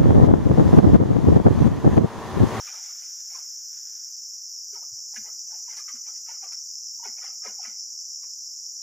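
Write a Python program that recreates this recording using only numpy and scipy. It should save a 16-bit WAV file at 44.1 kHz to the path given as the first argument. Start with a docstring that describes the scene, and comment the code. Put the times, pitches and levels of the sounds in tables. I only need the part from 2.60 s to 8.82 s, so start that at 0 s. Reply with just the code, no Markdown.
"""Throughout, clicks of buckling tymbals blur into the drone of two far cicada swarms over a faint rumble of
filtered noise; file-and-scraper crickets trill and a katydid's noise rasp fades in. At first someone's long
pole strokes dry palm fronds: fractures rustle, stalks knock as damped resonances, brushed leaves hiss. In the
lull that follows a gliding tone chirps (1.6 s) and a nearer cicada rises, throbbing ever faster. From 2.1 s
the strokes return, the rumble swells slightly near 2.5 s, leaflets snap as noise bursts; a stroke ends it."""
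import sys
import numpy as np
from scipy import signal
from scipy.fft import rfft, irfft, next_fast_len
from scipy.io import wavfile
from scipy.ndimage import uniform_filter1d, map_coordinates

SR = 44100
rng = np.random.default_rng(int(sys.argv[2]) if len(sys.argv) > 2 else 0)


def generate_wav(sig):
    """Save sig (samples, or channels by samples) to the path in sys.argv[1] as 16-bit PCM at SR."""
    pcm = np.round(np.clip(np.atleast_2d(sig).T, -1, 1) * 32767).astype(np.int16)
    wavfile.write(sys.argv[1], SR, pcm)


N = 274302
T = np.arange(N) / SR  # time [s]

# Spectrum of the ground rumble: f/Hz, relative level/dB
RUMBLE_SPECTRUM = [(20, -5), (45, -13), (70, -11), (95, -3), (135, -1.5), (200, -6), (320, -12), (700, -17),
                   (1200, -12), (2500, -41)]
# Spectrum of brushed and swaying foliage: f/Hz, relative level/dB
FOLIAGE_SPECTRUM = [(300, -23), (600, -9), (1150, -7), (1450, 6), (2100, 0), (2800, -3.5), (3450, -1),
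                    (4200, -6), (8000, -10.5), (10200, -5), (11200, -16), (15000, -1.5)]
# Level of the brushed-leaf hiss, which dies away early on: t/s, level/dB
FOLIAGE_LEVEL = [(0, -49), (.45, -62), (1.08, -70), (1.14, -63.5), (1.35, -63.5), (1.6, -71.5),
                 (2.2, -75.5), (6.2, -79)]
# Body resonance of the lower far cicadas: f/Hz, relative level/dB
LOW_SWARM_SPECTRUM = [(3900, -78), (4450, -40), (4680, -24.5), (4850, -12.5), (5100, -5.5), (5400, 1.5),
                      (5700, 0), (6050, -2.5), (6300, -14), (7000, -34.5), (8000, -82)]
# Body resonance of the higher far cicadas: f/Hz, relative level/dB
HIGH_SWARM_SPECTRUM = [(4500, -73.5), (5900, -9), (6400, -4), (6600, -3), (6850, 0.5), (7300, -4.5),
                       (7650, -15.5), (8000, -24.5), (8600, -34.5), (10300, -37), (11200, -50)]
# Level of the higher swarm: t/s, level/dB
HIGH_SWARM_LEVEL = [(0.1, -43.5), (1.39, -44), (1.92, -45.5), (2.5, -42.5), (3.78, -43.5), (6.1, -43.5)]
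# Body resonance of the near cicada: f/Hz, relative level/dB
NEAR_CICADA_SPECTRUM = [(4000, -86), (4650, -33), (4850, -2.5), (5150, -1.5), (5400, 8.5), (5650, 3),
                        (6000, -14), (6400, -17), (7500, -68)]
# Effort of the near cicada, which joins in late: t/s, level at the top of a throb/dB
NEAR_CICADA_EFFORT = [(1.8, -58), (1.95, -44), (3.4, -46.5), (3.8, -41.5), (4.8, -39.5), (6.2, -42.5)]
# Pitches of two crickets, each taken a fifth of the way through a wing stroke: t/s, first f/Hz, second f/Hz
CRICKET_PITCHES = [(0, 6020, 5960), (1.5, 6170, 5950), (2.4, 6045, 5950), (3.1, 5950, 5930),
                   (3.7, 6010, 5950), (4.4, 6146, 5900), (5.2, 6086, 5885), (6.2, 6150, 5840)]
# Spectrum of the farther crickets' rasp: f/Hz, relative level/dB
FAR_CRICKET_SPECTRUM = [(11000, -40), (11450, -11.5), (11800, -9), (12200, 2.5), (12450, -15.5),
                        (12900, -24.5)]
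# Spectrum of the katydid's rasp: f/Hz, relative level/dB
KATYDID_SPECTRUM = [(11500, -54), (12500, -13.5), (13200, -5.5), (13800, 2), (14200, -1), (14700, 3),
                    (15050, -13), (15500, -4)]
# Level of the katydid: t/s, level/dB
KATYDID_SWELL = [(.05, -68), (.38, -57.5), (1.75, -59), (1.85, -61), (1.95, -58.5), (3.8, -60), (4.95, -60),
                 (5.2, -63.5), (6.15, -62)]
# A lone short call: t/s, f at its middle/Hz, peak level/dB
LONE_CHIRP = [(1.568, 4745, -52)]
# Strokes through dry fronds: t of the crest/s, rise time/s, stalk level/dB, leaflet level/dB, tip level/dB
FROND_STROKES = [(.01, 0.016, -52, -65, -70), (0.082, 0.022, -51.5, -48, -71), (0.16, 0.039, -55, -57, -72),
                 (0.272, 0.058, -63, -62, -67), (0.434, .04, -70.5, -64, -62),
                 (0.758, 0.052, -60.5, -59, -60.5), (2.156, 0.022, -53.5, -62, -64),
                 (2.231, 0.011, -55, -67, -85), (2.376, 0.015, -66, -74, -79),
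                 (2.548, 0.013, -59, -64, -61), (2.57, .009, -58, -44, -54), (2.669, 0.03, -54, -60.5, -67),
                 (2.939, 0.044, -60, -65.5, -70), (3.124, 0.041, -60, -56.5, -63),
                 (3.186, 0.02, -57.5, -49, -57.5), (3.294, 0.016, -70, -52, -63),
                 (3.361, 0.014, -63, -62, -65), (3.489, 0.034, -63.5, -61, -71),
                 (3.565, 0.018, -81, -63.5, -64), (3.71, 0.036, -57, -56, -66),
                 (3.846, .023, -53.5, -56.5, -66), (3.929, 0.012, -56, -54.5, -57),
                 (4.459, 0.022, -51, -51, -64), (4.581, 0.01, -55.5, -58, -72),
                 (4.649, 0.039, -54, -52, -63), (4.869, 0.026, -44.5, -49, -61.5),
                 (5.056, 0.037, -54, -52.5, -65), (5.645, .016, -69, -66.5, -88)]
# Spectrum of fracturing stalks: f/Hz, relative level/dB
STALK_SPECTRUM = [(200, -23), (380, -11.5), (520, -6), (620, -6), (760, 2), (900, 1), (1050, -6.5),
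                  (1220, 3.5), (1450, 1.5), (2000, -37)]
# Spectrum of fracturing leaflets: f/Hz, relative level/dB
LEAFLET_SPECTRUM = [(900, -20), (1400, -6), (1650, -0.5), (1790, -3.5), (2000, 5), (2340, 2.5),
                    (2680, -4.5), (2920, -1.5), (3300, -11), (3650, -14), (4100, -20), (5600, -33)]
# Spectrum of the brittle leaflet tips: f/Hz, relative level/dB
TIP_SPECTRUM = [(3000, -46), (4400, 6.5), (5500, -10), (8500, 0.5), (10400, 5), (11300, -8), (15000, -27)]
# Modes of the long pole that the fronds scrape along: f/Hz, level/dB, t60/s
POLE_MODES = [(897, -5, .12), (1310, -13, 0.22), (2060, -4, 0.24), (2660, -17, 0.22), (3420, -5, .2)]
# The clearest knocks on stalks and ground: t/s, f/Hz, peak level/dB
STALK_KNOCKS = [(.15, 750, -57), (0.757, 1100, -44), (.785, 950, -51), (2.14, 424, -51), (2.165, 950, -48),
                (2.335, 119, -56), (2.567, 1642, -39), (2.59, 215, -49), (2.62, 120, -61.5),
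                (2.935, 830, -50.5), (3.088, 900, -49), (3.203, 1180, -48), (3.287, 1300, -45),
                (3.303, 1200, -47), (3.35, 252.5, -53.5), (3.698, 900, -43.5), (3.838, 772, -44.5),
                (4.403, 900, -50.5), (4.435, 900, -41.5), (4.459, 850, -39), (4.468, 409.6, -48.5),
                (4.495, 240, -57), (4.59, 2350, -48.5), (4.867, 426, -46), (4.887, 218, -53.5),
                (4.999, 800, -44), (5.054, 2053, -43.5), (5.085, 229, -56), (5.64, 1100, -56.5)]
# Leaflets breaking: t/s, level at the onset/dB
LEAFLET_SNAPS = [(2.562, -43), (3.127, -49), (3.171, -35.5), (3.198, -38), (3.576, -63), (3.824, -60),
                 (3.923, -58)]
# Spectrum of a breaking leaflet: f/Hz, relative level/dB
SNAP_SPECTRUM = [(900, -33), (2000, -26), (3600, -8), (5500, 8.5), (8000, -6), (10500, -14.0),
                 (12000, -14), (15000, -22)]

# The rumble swells while the weight shifts: resting level, rise [dB]; moment, width [s]
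RUMBLE_DB, RUMBLE_RISE_DB, RUMBLE_PEAK_S, RUMBLE_SPAN_S = -81, 3, 2.5, .45
LOW_SWARM_DB = -39  # the lower swarm has no slow level curve
# One crest [s], throbs a second there, gain in rate a second; share of amplitude lost between throbs
THROB_AT_S, THROB_RATE, THROB_SPEEDUP, THROB_DEPTH = 3.94, 5.337, .279, 0.78
RASP_START_DB, RASP_FADE_DB_PER_S = -66.5, 0.34  # the crickets' overtones
FALL_RATIO, FALL_SHAPE = 1.18, 1.33  # a stroke's release over its rise; shape 1 is exponential
SWAY_DB, SWAY_S = -4, 0.034  # swaying foliage: level over the tips', time to settle
# Contact time [s] at a reference pitch [Hz]; lower, heavier parts stay in touch longer
CONTACT_S, CONTACT_HZ, CONTACT_LAW = 0.0084, 895, 0.3
SNAP_T60_S = .017
TOP_HZ = 15520


def amp(db):
    """Logarithmic level: decibels to amplitude gain."""
    return 10 ** (np.asarray(db) / 20)


def unit(x):
    """Power normalisation: scale to rms 1."""
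    return x / np.sqrt(np.mean(x ** 2) + 1e-20)


def curves(rows):
    """Linear interpolation: one value per sample for each column after the time."""
    s, *cols = np.transpose(rows)
    return [np.interp(T, s, c) for c in cols]


def wobble(rate):
    """Slow random fluctuation: a smooth curve through rate random knots a second."""
    knots = rng.standard_normal(int(N * rate / SR) + 4)
    return map_coordinates(knots, [T * rate])


def filtered(x, response):
    """Linear filtering: the spectrum of x times a response of frequency."""
    size = next_fast_len(N + SR // 2)
    spectrum = rfft(x, size) * response(np.fft.rfftfreq(size, 1 / SR))
    return irfft(spectrum, size)[:N]


def coloured(x, spectrum):
    """Spectral shaping: x through points of (f/Hz, level/dB), at rms 1."""
    f, db = np.transpose(spectrum)

    def response(hz):
        return amp(np.interp(np.log(hz + 1), np.log(f), db, left=-120))
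    return unit(filtered(x, response))


def cycles(rate, drift):
    """Phase accumulation: cycles counted by an oscillator whose rate drifts slightly."""
    return np.cumsum(rate * (1 + drift * wobble(4))) / SR + rng.random()


def swell(t, rise, fall, shape):
    """Transient envelope: a rounded rise to 1 at t = 0, then a stretched-exponential release."""
    return np.where(t < 0, np.exp(-(t / rise) ** 2), np.exp(-np.abs(t / fall) ** shape))


def grove(x, wet_db, t60):
    """Diffuse scattering: direct sound plus a decaying noise tail from trunks and crowns."""
    t = T[:SR // 2]
    tail = rng.standard_normal(len(t)) * amp(-60 * t / t60)
    return x + amp(wet_db) * signal.fftconvolve(x, tail / np.linalg.norm(tail))[:N]


def crackle(spectrum, density):
    """Poisson-like impulse noise: dry clicks of uneven size at random moments, density a second."""
    clicks = (rng.random(N) < density / SR) * rng.standard_normal(N)
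    return coloured(clicks, spectrum)


def air():
    """Broadband noise: a faint low rumble throughout and the impulsive hiss of brushed foliage."""
    leaf_db, = curves(FOLIAGE_LEVEL)
    rumble_db = RUMBLE_DB + RUMBLE_RISE_DB * np.exp(-((T - RUMBLE_PEAK_S) / RUMBLE_SPAN_S) ** 2)
    rumble = amp(rumble_db + 2.0 * wobble(15)) * coloured(rng.standard_normal(N), RUMBLE_SPECTRUM)
    hiss = amp(leaf_db + 1.0 * wobble(45)) * crackle(FOLIAGE_SPECTRUM, density=9000)
    return rumble + hiss


def tymbals(click_rate, count):
    """Snap-through buckling: each cicada clicks at its own rate and with uneven force."""
    clicks = np.zeros(N)
    for _ in range(count):
        own_rate = click_rate * np.exp(.3 * rng.standard_normal())
        turns = np.floor(cycles(own_rate, drift=.04))
        clicks += np.diff(turns, prepend=turns[0]) * rng.standard_normal(N)
    return unit(clicks)


def swarm(song, click_rate, blur_db, count):
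    """Source and resonator: clicks ring the insects' bodies; distance smears much of them into hiss."""
    blur = amp(blur_db) * rng.standard_normal(N)
    return coloured(tymbals(click_rate, count=count) + blur, song)


def far_cicadas():
    """Incoherent superposition: many singers of two kinds merge into a drone."""
    high_db, = curves(HIGH_SWARM_LEVEL)
    low = swarm(LOW_SWARM_SPECTRUM, click_rate=190, blur_db=6.0, count=12)
    high = swarm(HIGH_SWARM_SPECTRUM, click_rate=140, blur_db=4.0, count=12)
    return amp(LOW_SWARM_DB + 0.1 * wobble(8)) * low + amp(high_db + 0.24 * wobble(7.5)) * high


def throbbing():
    """Amplitude modulation: the near cicada's effort times a throb that slowly quickens."""
    effort_db, = curves(NEAR_CICADA_EFFORT)
    t = T - THROB_AT_S
    turns = THROB_RATE * t + THROB_SPEEDUP * t ** 2 / 2
    throb = 1 - THROB_DEPTH * np.sin(np.pi * turns) ** 2
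    return amp(effort_db + 0.77 * wobble(6.6)) * throb


def near_cicada():
    """Nested modulation: a tymbal song with a fast buzz inside the slow throb."""
    buzz = 1 + 0.45 * np.cos(2 * np.pi * cycles(78, drift=0.019))
    # two click trains build the one voice
    song = swarm(NEAR_CICADA_SPECTRUM, click_rate=390, blur_db=0.5, count=2)
    return throbbing() * unit(buzz * song)


def cricket(pitch_hz, trill_rate, tone_db, octave_db):
    """Stridulation: wing strokes in a quick trill; pitch sags within each and carries an octave."""
    stroke = cycles(trill_rate, drift=0.0039) % 1
    opening = np.sin(np.pi * np.clip(stroke / 0.38, 0, 1)) ** 2
    hz = pitch_hz * (1 - .04 * (stroke - .2) + 0.00205 * wobble(500))
    phase = 2 * np.pi * np.cumsum(hz) / SR
    tone = unit(grove(opening * np.sin(phase), wet_db=7, t60=0.59))
    octave = unit(grove(opening * np.sin(2 * phase), wet_db=5.5, t60=0.43))
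    return amp(tone_db) * tone + amp(octave_db) * octave


def crickets():
    """Superposed tone and noise: two near crickets over the high rasp of farther ones."""
    first_hz, second_hz = curves(CRICKET_PITCHES)
    rasp_db = RASP_START_DB - RASP_FADE_DB_PER_S * T
    first = cricket(first_hz, 13.2, tone_db=-48.5, octave_db=rasp_db - 5.0)
    second = cricket(second_hz, 13.4, tone_db=-51, octave_db=rasp_db - 4.5)
    rasp = amp(rasp_db) * coloured(rng.standard_normal(N), FAR_CRICKET_SPECTRUM)
    return first + second + rasp


def katydid():
    """Modulated noise: a very high rasp, pulsing slightly with every pass of the file."""
    db, = curves(KATYDID_SWELL)
    file_pass = 1 + 0.078 * np.cos(2 * np.pi * cycles(20.7, drift=0.018))
    pulse = file_pass * amp(0.79 * wobble(12))
    return amp(db) * unit(pulse * coloured(rng.standard_normal(N), KATYDID_SPECTRUM))


def chirp():
    """Frequency glide: one brief falling note under a Gaussian envelope."""
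    s, hz, db = LONE_CHIRP[0]
    glide = np.clip((T - s) / 0.0138, -4, 4)
    phase = 2 * np.pi * np.cumsum(hz * (1 - 0.0099 * glide)) / SR
    return amp(db) * np.exp(-glide ** 2) * np.sin(phase)


def crunch(spectrum, density, ring_s, click_db):
    """Fracture excitation: small breaks each ring a piece of its own pitch, among finer crackle."""
    count = int(density * N / SR)
    when, pitch, force = rng.random((count, 3)).T
    t = T[:SR // 30]
    hz = spectrum[0][0] + pitch * (spectrum[-1][0] - spectrum[0][0])
    start = (when * N).astype(int)
    envelope = np.exp(-t / ring_s) * (1 - np.exp(-t / 0.0029))
    rings = (.5 + force[:, None]) * np.sin(2 * np.pi * hz[:, None] * t) * envelope
    # add every ring at its own start
    places = start[:, None] + np.arange(len(t))
    ringing = np.bincount(places.ravel(), rings.ravel(), N)[:N]
    return unit(coloured(ringing, spectrum) + amp(click_db) * crackle(spectrum, density=1800))


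def rustles():
    """Power addition: strokes swell and die in stalks, leaflets and brittle tips, then foliage sways."""
    power = np.zeros((4, N))
    for s, length, stalk_db, leaflet_db, tip_db in FROND_STROKES:
        push = swell(T - s, length, FALL_RATIO * length, FALL_SHAPE)
        settling = swell(T - s, length, SWAY_S, 0.82)
        power[:3] += (amp([[stalk_db], [leaflet_db], [tip_db]]) * push) ** 2
        power[3] += (amp(tip_db + SWAY_DB) * settling) ** 2
    stalk, leaflet, tip, sway = np.sqrt(power)
    return (stalk * crunch(STALK_SPECTRUM, density=340, ring_s=0.01, click_db=-13.0)
            + leaflet * crunch(LEAFLET_SPECTRUM, density=560, ring_s=0.012, click_db=-5)
            + tip * crackle(TIP_SPECTRUM, density=3800)
            + sway * crackle(FOLIAGE_SPECTRUM, density=14000))


def pole(x):
    """Modal resonance: what the pole rings with when x shakes it."""
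    def response(f):
        total = 0
        for hz, db, t60 in POLE_MODES:
            width = np.log(1000) / (np.pi * t60)  # bandwidth [Hz]
            total = total + amp(db) * 1j * f * width / (hz * hz - f * f + 1j * f * width)
        return total
    return filtered(x, response)


def knocks():
    """Damped oscillation: soft contacts sound one unsteady, sinking resonance each."""
    out = np.zeros(N)
    t = T[:SR // 5] - T[SR // 20]  # begins ahead of the crest to hold the rise
    for s, hz, db in STALK_KNOCKS:
        contact = CONTACT_S * (CONTACT_HZ / hz) ** CONTACT_LAW
        unrest = unit(uniform_filter1d(rng.standard_normal(len(t)), size=160))
        pitch = hz * (1 - 0.0665 * np.tanh(t / contact) + 0.0627 * unrest)
        tone = np.sin(2 * np.pi * np.cumsum(pitch) / SR)
        start = round((s + t[0]) * SR)
        out[start:start + len(t)] += amp(db) * swell(t, contact, 0.96 * contact, 1) * tone
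    return out


def snaps():
    """Impulsive fracture: a dry leaflet breaks with a short bright burst of decaying noise."""
    decay = np.zeros(N)
    for s, db in LEAFLET_SNAPS:
        decay += amp(db - 60 * np.abs(T - s) / SNAP_T60_S) * (T >= s)
    return decay * coloured(rng.standard_normal(N), SNAP_SPECTRUM)


def fronds():
    """Excitation, resonance and scattering: a pole pushed through dry fronds, heard in the grove."""
    scraping = rustles()
    return grove(scraping + pole(scraping) + knocks() + snaps(), wet_db=-11.0, t60=0.33)


def scene():
    """Linear superposition: air, insects and fronds add; both channels carry the same sound."""
    insects = far_cicadas() + near_cicada() + crickets() + katydid() + chirp()
    return np.tile(air() + insects + fronds(), (2, 1))


def record(dry):
    """Band limitation: the recorder keeps nothing above its top frequency."""
    return np.array([filtered(channel, lambda hz: hz < TOP_HZ) for channel in dry])


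dry = scene()
out = record(dry)
generate_wav(out)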